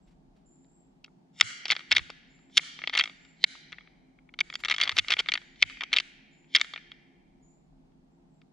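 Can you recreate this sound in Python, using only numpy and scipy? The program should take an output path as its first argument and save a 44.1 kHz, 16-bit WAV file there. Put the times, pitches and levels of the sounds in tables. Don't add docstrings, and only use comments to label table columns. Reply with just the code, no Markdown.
import sys
import numpy as np
from scipy import signal
from scipy.fft import rfft, irfft
from scipy.io import wavfile
from scipy.ndimage import uniform_filter1d, minimum_filter1d

SR = 44100
rng = np.random.default_rng(int(sys.argv[2]) if len(sys.argv) > 2 else 0)


def store_pcm(level_fs):
    pcm = np.round(np.clip(level_fs, -1, 1) * 32767).astype(np.int16)
    wavfile.write(sys.argv[1], SR, np.atleast_2d(pcm).T)


def volts(x):
    e = np.asarray(x, float) / 20
    return 10 ** e


N = 375732


def rms_one(x):
    return x / np.sqrt(np.mean(x ** 2) + 1e-20)


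def at_hz(points, hz):
    points = np.array(points, float)
    return np.interp(np.log(hz), np.log(points[:, 0] + 1), points[:, 1])


def drift(rate_hz):
    r = np.exp(-80 * np.pi * rate_hz / SR)
    slow = signal.lfilter([1], [1, -2 * r, r * r], rng.standard_normal(N // 40 + 2002))[2000:]
    return np.interp(np.arange(N) / 40, np.arange(len(slow)), rms_one(slow))


def band(x, low_hz, high_hz):
    return signal.sosfilt(signal.butter(2, [low_hz, high_hz], "band", fs=SR, output="sos"), x)


def pair(alike, size=N):
    mid, side = rng.standard_normal((2, size))
    alike = np.clip(alike, -1, 1)
    return (np.sqrt(1 + alike) * mid + np.sqrt(1 - alike) * side * [[1], [-1]]) / np.sqrt(2)


# frequency in Hz, level in dB per Hz.
TRAFFIC_SPECTRUM = [(65, -40), (110, -12), (135, -5.5), (156, -4.5), (188, 1.5), (220, -2), (253, -5.5),
                    (276, -3), (312, -3.5), (481, -21), (823, -9.5), (1050, -25), (2500, -32.5),
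                    (4430, -35.5), (6960, -42.5), (9050, -72), (15300, -120)]
# frequency in Hz, left-right likeness from -1 to 1.
TRAFFIC_LIKENESS = [(60, 0.36), (190, 0.56), (620, -0.043), (2020, -0.43), (6510, 0.0097)]
# centre in Hz, width in Hz, level in dB.
DRONES = [(158, 29, -70), (263, 13, -69), (346, 4.3, -76)]
TRAFFIC_DB = -61


def far_hum():
    traffic = 0
    edges = 110 * 2 ** np.arange(0, 7.2, .5)
    for low, high in zip(edges, edges[1:]):
        hz = np.sqrt(low * high)
        level = volts(at_hz(TRAFFIC_SPECTRUM, hz) + 0.73 * drift(5.5))
        traffic = traffic + level * band(pair(at_hz(TRAFFIC_LIKENESS, hz)), low, high)
    drones = 0
    for hz, width, db in DRONES:
        tone = rms_one(band(pair(1.0), hz - width / 2, hz + width / 2))
        drones = drones + volts(db + 0.5 * drift(4.5)) * tone
    traffic = signal.sosfilt(signal.butter(4, 120, "high", fs=SR, output="sos"), traffic)
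    return volts(TRAFFIC_DB - 3.0) * rms_one(traffic) + drones


# time in seconds, rumble level in dB.
AIR_RUMBLE = [(0.0, -63.5), (1.78, -88.5), (1.92, -71.5), (2.75, -77), (5.58, -67.5), (6.59, -78),
              (7.83, -64), (8.52, -83)]
# start in seconds, peak in dB, swing frequency in Hz.
THUMPS = [
    (1.431, -43, 112),
    (1.93, -44, 93),
    (1.968, -41.5, 104),
    (2.0, -42.5, 70),
    (2.038, -53, 80),
    (4.857, -53, 89),
    (4.925, -44.5, 95),
    (4.995, -45.5, 96.9),
    (5.121, -50, 97),
    (5.639, -47, 98.5),
]
MURMUR_DB = -82.5


def lows():
    rumble = rms_one(band(band(pair(0.96), 25, 55), 15, 60))
    t = np.arange(N) / SR
    air = volts(np.interp(t, *np.transpose(AIR_RUMBLE)) + 1.4 * drift(4.7)) * rumble
    murmur = volts(MURMUR_DB + 1.8 * drift(3)) * rms_one(band(pair(0.18), 45, 100))
    swings = 0
    for s, peak_db, hz in THUMPS:
        late = np.maximum(t - s, 0) / 0.012
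        swell = volts(peak_db) * late * np.exp(1 - late)
        swings = swings + swell * np.sin(2 * np.pi * hz * (t - s) * np.array([[1.3], [1]]))
    return air + murmur + swings * volts(np.array([[-8], [0]]))


# start in seconds, length in seconds, level in dB, first Hz, last Hz.
BIRD_NOTES = [(.01, 0.081, -84, 7770, 7700), (0.444, 0.3, -70.5, 7420, 7360),
              (0.693, 0.2, -74.5, 7730, 7550), (2.275, 0.32, -75, 7170, 7710),
              (3.151, 0.3, -74.5, 7320, 7630), (4.504, 0.29, -68, 7300, 7380),
              (5.439, 0.21, -76, 7170, 7280), (6.308, 0.18, -74, 7233, 7330),
              (7.415, 0.18, -70.5, 6970, 7480), (8.119, 0.03, -86.5, 7660, 7630),
              (8.301, 0.099, -85.5, 7670, 7570)]


def birds(trill_hz=45, swing_hz=260):
    t = np.arange(N) / SR
    beat = np.sin(np.pi * np.cumsum(trill_hz * (1 + 0.34 * drift(13))) / SR) ** 4
    trill = swing_hz * (2 * beat - .6) + 70 * drift(60)
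    song = 0
    for s, length, level_db, first_hz, last_hz in BIRD_NOTES:
        done = (t - s) / length
        on = np.clip(np.minimum(done / 0.087, (1 - done) / 1.1), 0, 1)
        glide_hz = first_hz + (last_hz - first_hz) * np.clip(done, 0, 1)
        phase = 2 * np.pi * np.cumsum(glide_hz + trill) / SR
        song = song + on * volts(level_db) * np.sin(phase)
    song = song * volts(2.1 * drift(30) - 11.0 * trill / swing_hz)
    tail = pair(0.192, size=SR // 2) * volts(-28 - 60 * t[:SR // 2] / 0.4)
    direct = song * volts(np.array([[-3], [-1.5]]))
    return direct + signal.fftconvolve(song[None], tail, axes=1)[:, :N]


# centre in seconds, width in seconds, level in dB.
SLEEVE = [
    (.09, 0.057, -77),
    (.385, 0.037, -81),
    (4.603, 0.012, -54),
    (4.96, .012, -53),
]
HISS_DB = -92.5


def rustles():
    t = np.arange(N) / SR
    brush = sum(volts(db) * np.exp(-((t - s) / width) ** 2) for s, width, db in SLEEVE)
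    cloth = brush * volts(3.9 * drift(40)) * rms_one(band(pair(0.7), 740, 4400))
    return cloth + volts(HISS_DB) * rms_one(band(pair(0), 5000, 9300))


def stutter(peak_db, ring_db, size, ahead, rise_s=0.0012, stutter_s=.002, drag=0.15):
    count = len(peak_db)
    peak_db = peak_db[:, None]
    draw = rng.random((count, 2, 48))
    length = stutter_s * volts(.4 * ring_db[:, None] - 2.5 - .1 * np.maximum(peak_db + 15, 0))
    when = 6 * length * draw[:, 0] ** 1.3
    swell = np.minimum(when / (rise_s * volts(0.65 * (peak_db + 6.5))) + 0.17, 1)
    fade = np.exp(-when / length) + drag * (peak_db < SQUEEZED_ABOVE_DB)
    force = (2 * draw[:, 1] - 1) ** 3 * swell * fade
    contacts = np.zeros((count, size))
    place = np.minimum(when * SR + ahead, size - 1).astype(int)
    np.add.at(contacts, (np.arange(count)[:, None], place), force)
    return contacts


def struck(modes, contacts, grip):
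    hz, level_db, t60 = np.transpose(modes)[:, None, :, None]
    t = np.arange(contacts.shape[1]) / SR
    chance = rng.standard_normal((len(contacts), 2, len(modes), 1))
    decay = volts(level_db + 2.8 * chance[:, 0] - 60 * t / (t60 * grip))
    tuned_hz = hz * (1 + 0.018 * chance[:, 1])
    modes_sum = np.sum(decay * np.sin(2 * np.pi * tuned_hz * t), axis=1)
    rings = signal.fftconvolve(modes_sum, contacts, axes=1)[:, :len(t)]
    rings = band(rings, 0.88 * hz.min(), 0.97 * hz.max())
    return rings / np.linalg.norm(rings, axis=1)[:, None]


def all_round(modes):
    hz, level_db, t60 = np.transpose(modes)[:, :, None]
    t = np.arange(600) / SR
    ring = np.sum(volts(level_db - 60 * t / (.38 * t60)) * np.sin(2 * np.pi * hz * t), axis=0)
    ring = band(ring, 0.81 * hz.min(), 1.084 * hz.max())
    return ring / np.linalg.norm(ring)


# dB for a middling knock, dB per dB of strength,
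# dB per dB toward the tips.
FAMILY_SHARES = [(-15.5, 0.4875, 0.16), (-5, 0.58, -0.16), (-3.5, 0.7052, 0.395), (-13, 0.8049, 1.14)]


def shares(peak_db, tipward_db, beam_db):
    mean_db, by_strength, by_place = np.transpose(FAMILY_SHARES)[:, :, None]
    weight = volts(mean_db + by_strength * (peak_db + 16.5) + by_place * tipward_db)
    weight[0] *= volts(beam_db)
    return weight / np.linalg.norm(weight, axis=0)


# blow in seconds, mode in Hz, dB above usual.
FAVOURED_MODES = [(1.0456, 2683, 10.5), (1.0456, 4830, 11.0), (1.411, 1328, 9), (1.411, 2063, 5),
                  (1.411, 5696, 6.5), (1.411, 7216, 11.5), (1.6574, 5263, 12.5), (1.7044, 2252, 6),
                  (1.7109, 4532, 11), (1.7221, 2152, 0), (1.9177, 2670, 7), (1.9257, 5370, 14),
                  (1.9669, 2154, 6.0), (1.9669, 3622, 5.0), (2.5722, 3438, 9.5), (2.5722, 6580, 9.5),
                  (2.5788, 3677, 7.5), (2.5788, 9030, 18), (2.8752, 3550, 8), (2.9769, 4140, 8.0),
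                  (2.9898, 4620, 11.0), (2.9961, 1195, 9), (2.9961, 2174, 4.5), (3.0116, 2160, 7.5),
                  (3.0116, 3190, 6), (3.442, 790, 9.5), (3.442, 2216, 8), (3.442, 4050, 8.5),
                  (4.4096, 2270, 9.0), (4.7152, 2108, 6.5), (4.7239, 2310, 7.5), (4.7645, 3240, 8),
                  (4.8152, 3270, 6.5), (4.836, 4630, 6.5), (4.8768, 3314, 6.5), (4.8945, 1040, 9),
                  (4.9862, 2463, 8.0), (4.9945, 3374, 9.5), (5.1048, 2510, 6), (5.1254, 3215, 7.0),
                  (5.1374, 3250, 4.5), (5.1917, 3210, 11), (5.2873, 3240, 5), (5.3205, 2260, 5),
                  (5.3384, 4673, 7.5), (5.6277, 985, 7), (5.6277, 2056, 5), (5.6277, 2666, 6),
                  (5.9377, 3120, 4.5), (5.964, 3480, 10), (5.9698, 2920, 5.5), (5.9698, 3690, 11),
                  (5.9864, 2604, 6.5), (6.5504, 2674, 6.5), (6.5504, 3212, 7), (6.5621, 5200, 11),
                  (6.5684, 3520, 8.5), (6.6144, 2310, 8), (6.7378, 3330, 4.5), (6.9189, 3350, 10.5)]


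def favour(s, hz, width_hz=140):
    gain = np.ones((len(s), len(hz)), complex)
    for when, mode_hz, level_db in FAVOURED_MODES:
        resonance = (volts(level_db) - 1) / (1 + 1j * (hz - mode_hz) / width_hz)
        gain[np.abs(s - when) < .003] *= 1 + resonance
    return gain


# frequency in Hz, left minus right in dB.
PORT_LEVEL = [(500, -2), (1000, 0), (1700, 9), (2200, 2.5), (3000, 0), (5500, -2.5), (7000, 2), (7900, -6),
              (9000, 0)]
# frequency in Hz, radians by which left leads.
PORT_LEAD = [(500, 0), (1600, 1.1), (1900, -.7), (2500, -.1), (4800, .9), (6700, 1.1), (7500, 0), (8300, 2),
             (10000, 1)]


def ports(knocks):
    size = knocks.shape[1]
    hz = np.arange(size // 2 + 1) * SR / size + 1
    shift = rng.standard_normal((len(knocks), 2, 1))
    seen_hz = hz * (1 + .04 * shift[:, 0])
    lead = at_hz(PORT_LEAD, seen_hz) + 0.4 * shift[:, 1] * hz / 8000
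    half = volts(at_hz(PORT_LEVEL, seen_hz) / 2) * np.exp(.5j * lead)
    gain = np.array([half, 1 / half])
    gain = gain / np.sqrt(np.mean(np.abs(gain) ** 2, axis=0))
    return irfft(rfft(knocks) * gain, size)


# frequency in Hz, level in dB, t60 in seconds.
BEAM = [(336.3, -25.5, 0.065), (613, -11.5, 0.003), (850, -9, 0.042), (965, -1, 0.02), (1267, 21, 0.021),
        (1419.6, 16.5, 0.037)]
# frequency in Hz, level in dB, t60 in seconds.
MAIN = [(1920, -6, 0.0091), (2173.6, 6, 0.0076), (2170, 12, 0.012), (2660, -3, 0.033)]
# frequency in Hz, level in dB, t60 in seconds.
TINE = [(2790, -4.5, 0.007), (3294, 3, 0.016), (3636, 2, 0.015), (4046, -2.5, 0.012)]
# frequency in Hz, level in dB, t60 in seconds.
TIP = [(4670, 6, 0.021), (4885, -2.5, 0.021), (5274, 5, 0.0093), (5720, 5, 0.013), (6584, -8.5, 0.012),
       (6510, -9.5, 0.0065), (8950, -10, 0.012), (10100, -24, 0.003), (12100, -25.5, 0.0063)]
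BEAM_SCATTER_DB = 1.5
CONTACT_HZ, DULLER_PER_DB = 8600, 0.1788
HANDS_CLOSE_S = 0.01
SQUEEZED_ABOVE_DB, SQUEEZE = -13, 0.64
OWN_COLOUR = .25


def antlers(clashes, touches, light):
    detailed = clashes + touches
    s, peak_db, tipward_db = np.transpose([row[:3] for row in detailed] + light)
    beam_db = np.r_[[row[3] for row in detailed], BEAM_SCATTER_DB * rng.standard_normal(len(light))]
    count, size, ahead = len(s), 1280, 100
    ring_db = 1.4 * rng.standard_normal(count)
    ring_db[:len(clashes)] = np.transpose(clashes)[4]
    contacts = stutter(peak_db, ring_db, size, ahead)
    grip = volts(ring_db - 1.0 - 0.069 * (peak_db + 16.0))[:, None, None]
    families = list(zip(shares(peak_db, tipward_db, beam_db), [BEAM, MAIN, TINE, TIP]))
    knocks = sum(share[:, None] * struck(modes, contacts, grip) for share, modes in families)
    knocks = knocks * volts(-6.0 * ((np.arange(size) - ahead) / SR / HANDS_CLOSE_S) ** 3)
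    cut_hz = CONTACT_HZ * volts(DULLER_PER_DB * (peak_db[:, None] + 6))
    hz = np.arange(size // 2 + 1) * SR / size
    bare = irfft(rfft(knocks) * favour(s, hz) / (1 + 1j * hz / cut_hz) ** 2, size)
    heard = ports(bare)

    power = uniform_filter1d(2 * heard.mean(axis=0) ** 2, size=70, mode="constant")
    strength = volts(peak_db - 1.24) / np.sqrt(power.max(axis=1))
    far = strength * volts(SQUEEZE * np.maximum(peak_db - SQUEEZED_ABOVE_DB, 0))
    layers = np.r_[heard * strength[:, None], bare[None] * far[:, None]]
    placed = np.zeros((3, N + size))
    peak_at = (s * SR).astype(int)
    for start, knock in zip(peak_at - power.argmax(axis=1), layers.swapaxes(0, 1)):
        placed[:, start:start + size] += knock

    radiated, blows = np.zeros(N), np.zeros(N)
    for share, modes in families:
        blows[peak_at] = share * far
        radiated += signal.fftconvolve(blows, all_round(modes))[:N]
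    radiated = np.sqrt(1 - OWN_COLOUR) * radiated + OWN_COLOUR * 2.1 * placed[2, :N]
    return placed[:2, :N], radiated


# frequency in Hz, t60 in seconds.
WOOD_T60 = [(500, 0.99), (1200, 0.85), (2200, 1.59), (3400, 0.9), (5700, 1.1), (7500, 0.36), (9000, 0.4),
            (12000, .3)]
# frequency in Hz, dB scattered back.
WOOD_LEVEL = [(500, -7), (1200, -2), (2200, -2.5), (3600, -8.5), (5700, -8), (7500, 2), (9300, -3.5),
              (10800, -24.5)]
# frequency in Hz, left-right likeness from -1 to 1.
WOOD_LIKENESS = [(700, 0), (1200, -.5), (1700, 0), (2500, .4), (4000, .65), (5200, 0)]


def wood(x):
    t = np.arange(2 * SR) / SR
    edges = 400 * 2 ** np.arange(0, 4.7, 1 / 3)
    answer = 0
    for low, high in zip(edges, edges[1:]):
        hz = np.sqrt(low * high)
        fade = volts(at_hz(WOOD_LEVEL, hz) - 60 * np.maximum(t - .09, 0) / at_hz(WOOD_T60, hz))
        build_s = 0.038 * (hz / 3000) ** 0.16
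        fade = fade * np.clip((t - .019) / build_s, 0, 1) ** .4
        answer = answer + fade * band(pair(at_hz(WOOD_LIKENESS, hz), size=len(t)), low, high)
    answer = signal.sosfilt(signal.butter(14, 10200, fs=SR, output="sos"), answer)
    return volts(-59.5) * signal.fftconvolve(x[None], answer, axes=1)[:, :N]


SNAP_TIMES = [
    1.4099,
    2.5788,
    1.0448,
    4.4085,
    4.555,
]
SNAP_LEVELS = [
    -36,
    -52,
    -66,
    -64,
    -62,
]
SNAP_T60_S = .008


def snaps():
    t = np.arange(N) / SR
    burst = 0
    for s, db in zip(SNAP_TIMES, SNAP_LEVELS):
        burst = burst + volts(db - 60 * np.maximum(t - s, 0) / SNAP_T60_S) * (t >= s)
    crack = 3 * band(burst * rng.standard_normal(N), 8500, 15000)
    return np.array([np.roll(crack, 1), crack])


# first second, last second, level in dB.
SCRAPES = [
    (2.93, 3.03, -35),
    (4.651, 4.755, -37.5),
    (4.795, 4.932, -34),
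    (4.953, 5.0, -37.5),
    (5.095, 5.148, -32),
    (5.184, 5.21, -31.5),
    (5.919, 6.01, -34),
]
TICKS_PER_S = 160


def scrape_ticks():
    rows = []
    for first, last, level_db in SCRAPES:
        draw = rng.random((40, 3))
        s = first + np.cumsum(-np.log(1 - draw[:, 0])) / TICKS_PER_S
        peak_db = level_db - 5.0 + 12 * (draw[:, 1] - .5)
        tipward_db = 14 * (draw[:, 2] - .5)
        rows += [row for row in zip(s, peak_db, tipward_db) if row[0] < last]
    return rows


# peak time in seconds, peak in dB, struck toward the tips in dB,
# extra beam sound in dB, ring length in dB.
CLASHES = [(1.4112, -0.5, 5, -3, -0.5), (1.704, -10.5, -3.5, -3, -0.5), (1.7112, -12.5, 7.5, -1.5, -0.5),
           (1.9176, -7.5, 1, -1, 1.5), (1.9258, -11, 1, -3, 1.5), (1.9678, -9, 0, -10.5, 0),
           (2.5725, -8, 7.5, -5, -3), (2.5785, -1, 4.5, -3.5, -0.5), (2.9768, -11, 3, -9, -1),
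           (2.9966, -10.5, 4.5, 0.5, -2), (3.4417, -3.5, 5.5, -6, -1.5), (4.4106, -11, -6.5, 0, 1),
           (4.8149, -11, 3.5, -0.5, 2), (4.8943, -13.5, 1, -5.5, -1), (4.987, -8, 5.5, 0.5, 1.5),
           (4.9925, -13.5, 1, -15.5, -2.5), (5.1383, -11.5, -1, -2.5, -1.5), (5.1927, -13, 2.5, -6.5, -0.5),
           (5.3203, -16, 0, -8.5, -3), (5.6277, -4, -1, -11, -1), (5.9317, -11, -1.5, -3, -0.5),
           (5.9378, -13.5, 1.5, -15, 0), (5.97, -9, -4, -20.5, -0.5), (5.986, -10.5, 2.5, -14, 1.5),
           (6.5514, -6, -7.5, -13, -3.5), (6.5543, -8.5, 3.5, -4.5, 0.5), (6.5618, -9, 3.5, -12.5, 1.5),
           (6.615, -11, 3.5, -1, 0.5)]
FURTHER_KNOCKS = [(1.4252, -32, 2, 1, -2), (1.9212, -13, -5, -1, 0), (1.9292, -17.5, -6, -6, -0.5),
                  (1.9648, -15, 3, -6, -3), (1.9699, -12.5, 2.5, -4, -0.5), (2.5802, -12, 6, -3.5, -4),
                  (2.9402, -21.5, 2.5, -4.5, -3), (2.9728, -21, 7, 5, 2), (2.9808, -18.5, -10, -1, 0),
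                  (2.9925, -22, 10, -10, -4), (3.0008, -14, -1, -10, 0), (3.0118, -11.5, -5.5, -3.5, -1),
                  (4.8188, -18, 3.5, -8, 1), (4.9944, -10.5, 3.5, -5.5, -1), (5.0995, -33, -10, 3, -1),
                  (5.1085, -16, 7, 6, 1), (5.1118, -24, 4, -2, 1.5), (5.1962, -19.5, 8, 0, 0),
                  (5.2042, -21.5, 6, 5, -0.5), (5.6258, -11.5, 0, -4.5, -2.5), (5.6372, -30, 1, 1, 0.5),
                  (5.9408, -24.5, -8, 6, -2), (5.9745, -21.5, 6, 1, 0.5), (4.8722, -31, 0, 9.5, -0.5),
                  (1.0422, -48, 14, -13, 0), (1.062, -56, 19, -8, 0), (2.5755, -15, 7, -11, 0),
                  (3.4437, -8, -5, -5, 0), (4.6558, -23.5, -0.5, 0.5, 0), (4.6875, -27, 8, 6, -2.5),
                  (4.7455, -23.5, 7, 0.5, -0.5), (4.8805, -30, 2, 6, -4), (4.923, -28.5, 3, 4, -0.5),
                  (5.9655, -15.5, 4, -7, -1.5), (4.8022, -21, -2, -1, 1), (5.2975, -30, 2, -2, 1)]
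TOUCHES = [
    (1.081, -54, -9, 15),
    (2.101, -34.5, -2, 17.5),
    (3.554, -41, -7.5, 10),
    (3.7225, -36.5, 6, 0),
    (4.4059, -17, 11.5, -4.5),
    (5.56, -51.5, 12.5, -11.5),
    (5.708, -40, 5.5, 4.5),
    (6.445, -58, 11.5, -6),
    (5.83, -35, -1.5, 27),
    (7.92, -71.5, 16.5, -2.5),
]
# peak time in seconds, peak in dB, struck toward the tips in dB.
FIRST_BOUT = [(0.6472, -62, 17), (1.0453, -36.5, 17.5), (1.0845, -66, -11), (1.4006, -25.5, 6),
              (1.4282, -29.5, 6.5), (1.5051, -38.5, -4.5), (1.6563, -21, 8), (1.6676, -31.5, -7),
              (1.6825, -28, 17), (1.6948, -26, 13), (1.7188, -13, 4), (1.7234, -13.5, -2.5),
              (1.7318, -24, -2), (1.753, -31.5, 3.5), (1.7659, -22, 3), (1.7941, -31.5, 5),
              (1.8078, -36.5, 1.5), (1.9141, -18.5, 0.5), (1.9374, -28.5, -2), (1.9523, -26.5, 9),
              (1.9577, -28, 0), (1.9824, -16.5, 3.5), (1.9933, -27.5, -5.5), (2.0967, -41, 4.5),
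              (2.1031, -32.5, 14.5), (2.3917, -57, 12), (2.5002, -57.5, 11.5)]
SECOND_BOUT = [(2.5865, -26, 8), (2.5972, -28, -24), (2.6345, -40, 0), (2.791, -32, 1.5), (2.8192, -31, -9),
               (2.8402, -21.5, -14), (2.8753, -16.5, 1), (2.8972, -23.5, 3), (2.9283, -37, 5),
               (2.936, -25, -3.5), (2.9524, -18, 3), (2.9588, -19, -12.5), (2.9897, -15.5, 9),
               (3.0103, -15, -5.5), (3.0173, -25, -19), (3.0395, -19, 5), (3.058, -27.5, 0),
               (3.0765, -30.5, 0.5), (3.0975, -36, 5), (3.2509, -49.5, 13.5), (3.7283, -30, -5),
               (3.744, -45, -21), (3.7857, -35.5, -12.5), (3.8091, -44.5, -2), (3.8751, -47, -3),
               (4.1892, -50.5, -13.5)]
GRIND_START = [(4.2924, -46.5, -17), (4.3407, -38.5, -1), (4.3907, -21.5, 2), (4.5017, -30, 3),
               (4.5276, -32, -9), (4.541, -31, 14.5), (4.5556, -21, 11), (4.605, -51, 13),
               (4.6383, -22, -10.5), (4.65, -19, 4.5), (4.6583, -23.5, 0.5), (4.685, -20, 3.5),
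               (4.7, -18, 3.5), (4.7112, -14.5, -6), (4.7149, -13.5, 4), (4.7244, -16, -4.5),
               (4.7415, -23.5, -2.5), (4.7645, -26, 10.5), (4.7833, -20.5, 2.5), (4.8025, -27.5, -4.5),
               (4.8067, -27.5, -7), (4.8294, -16.5, -4), (4.8362, -14, 6.5), (4.845, -31, 10.5),
               (4.8556, -28, 0), (4.877, -18, 0.5), (4.9102, -32.5, -1.5), (4.9178, -26, 8.5)]
GRIND_END = [(4.969, -19.5, 7.5), (4.9807, -18.5, 3), (5.048, -33.5, -9), (5.0767, -37.5, -12),
             (5.0849, -20, 3), (5.1056, -14, 6.5), (5.121, -13.5, -2.5), (5.1245, -14.5, 5.5),
             (5.1304, -19, -1.5), (5.1689, -24.5, -6), (5.188, -27, 0), (5.2009, -16.5, 4),
             (5.2616, -31, -5), (5.272, -38, -3.5), (5.2878, -15, -1.5), (5.339, -15, 7),
             (5.3553, -19.5, -4.5), (5.3767, -24, -1), (5.4172, -45, 7.5)]
LAST_BOUT = [(5.6994, -34, 2), (5.7725, -39, -1), (5.8095, -21.5, -4.5), (5.8202, -27, -5),
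             (5.8365, -23, 3.5), (5.9642, -14.5, 2), (6.0012, -20, 7.5), (6.5678, -16, -3.5),
             (6.5765, -24, -14), (6.5858, -30.5, 6), (6.5987, -28.5, 8.5), (6.6093, -26, -8),
             (6.6464, -34.5, 3), (6.738, -27, 4), (6.7616, -27, -7), (6.7777, -32.5, -8),
             (6.9186, -33.5, 4), (8.4174, -54, 12)]


def scene():
    light = FIRST_BOUT + SECOND_BOUT + GRIND_START + GRIND_END + LAST_BOUT + scrape_ticks()
    near, radiated = antlers(CLASHES, TOUCHES, light)
    background = wood(radiated) + birds() + rustles() + far_hum() + lows()
    further = antlers(FURTHER_KNOCKS, [], [])[0]
    return near + background + further + snaps()


def top_cut(x):
    return signal.sosfilt(signal.butter(12, 15900, fs=SR, output="sos"), x)


# seconds ahead, level in dB.
FORE_ECHO = [
    (0.0102, -27),
    (.021, -39),
    (.0315, -53),
]
SMEAR_S, SMEAR_DB = 0.066, -44


def record(dry):
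    room = minimum_filter1d(1 / np.maximum(np.abs(dry).max(axis=0), 1), size=160)
    dry = dry * uniform_filter1d(room, size=80)
    loudness = np.minimum(uniform_filter1d(np.abs(dry), size=120, axis=1) / 0.25, 1) ** 1.5
    ghost = band(np.diff(dry * loudness, prepend=0), 900, 9000) * 1.8
    wet = dry + sum(volts(db) * np.roll(ghost, -int(s * SR), axis=1) for s, db in FORE_ECHO)
    ahead = np.arange(3600) / SR
    smear = rng.standard_normal((1, len(ahead))) * volts(SMEAR_DB - 10 - 30 * ahead / SMEAR_S)
    lead_in = signal.fftconvolve(ghost[:, ::-1], smear, axes=1)[:, :N][:, ::-1]
    return top_cut(np.clip(wet + lead_in, -1, 1))


dry = scene()
out = record(dry)
store_pcm(out)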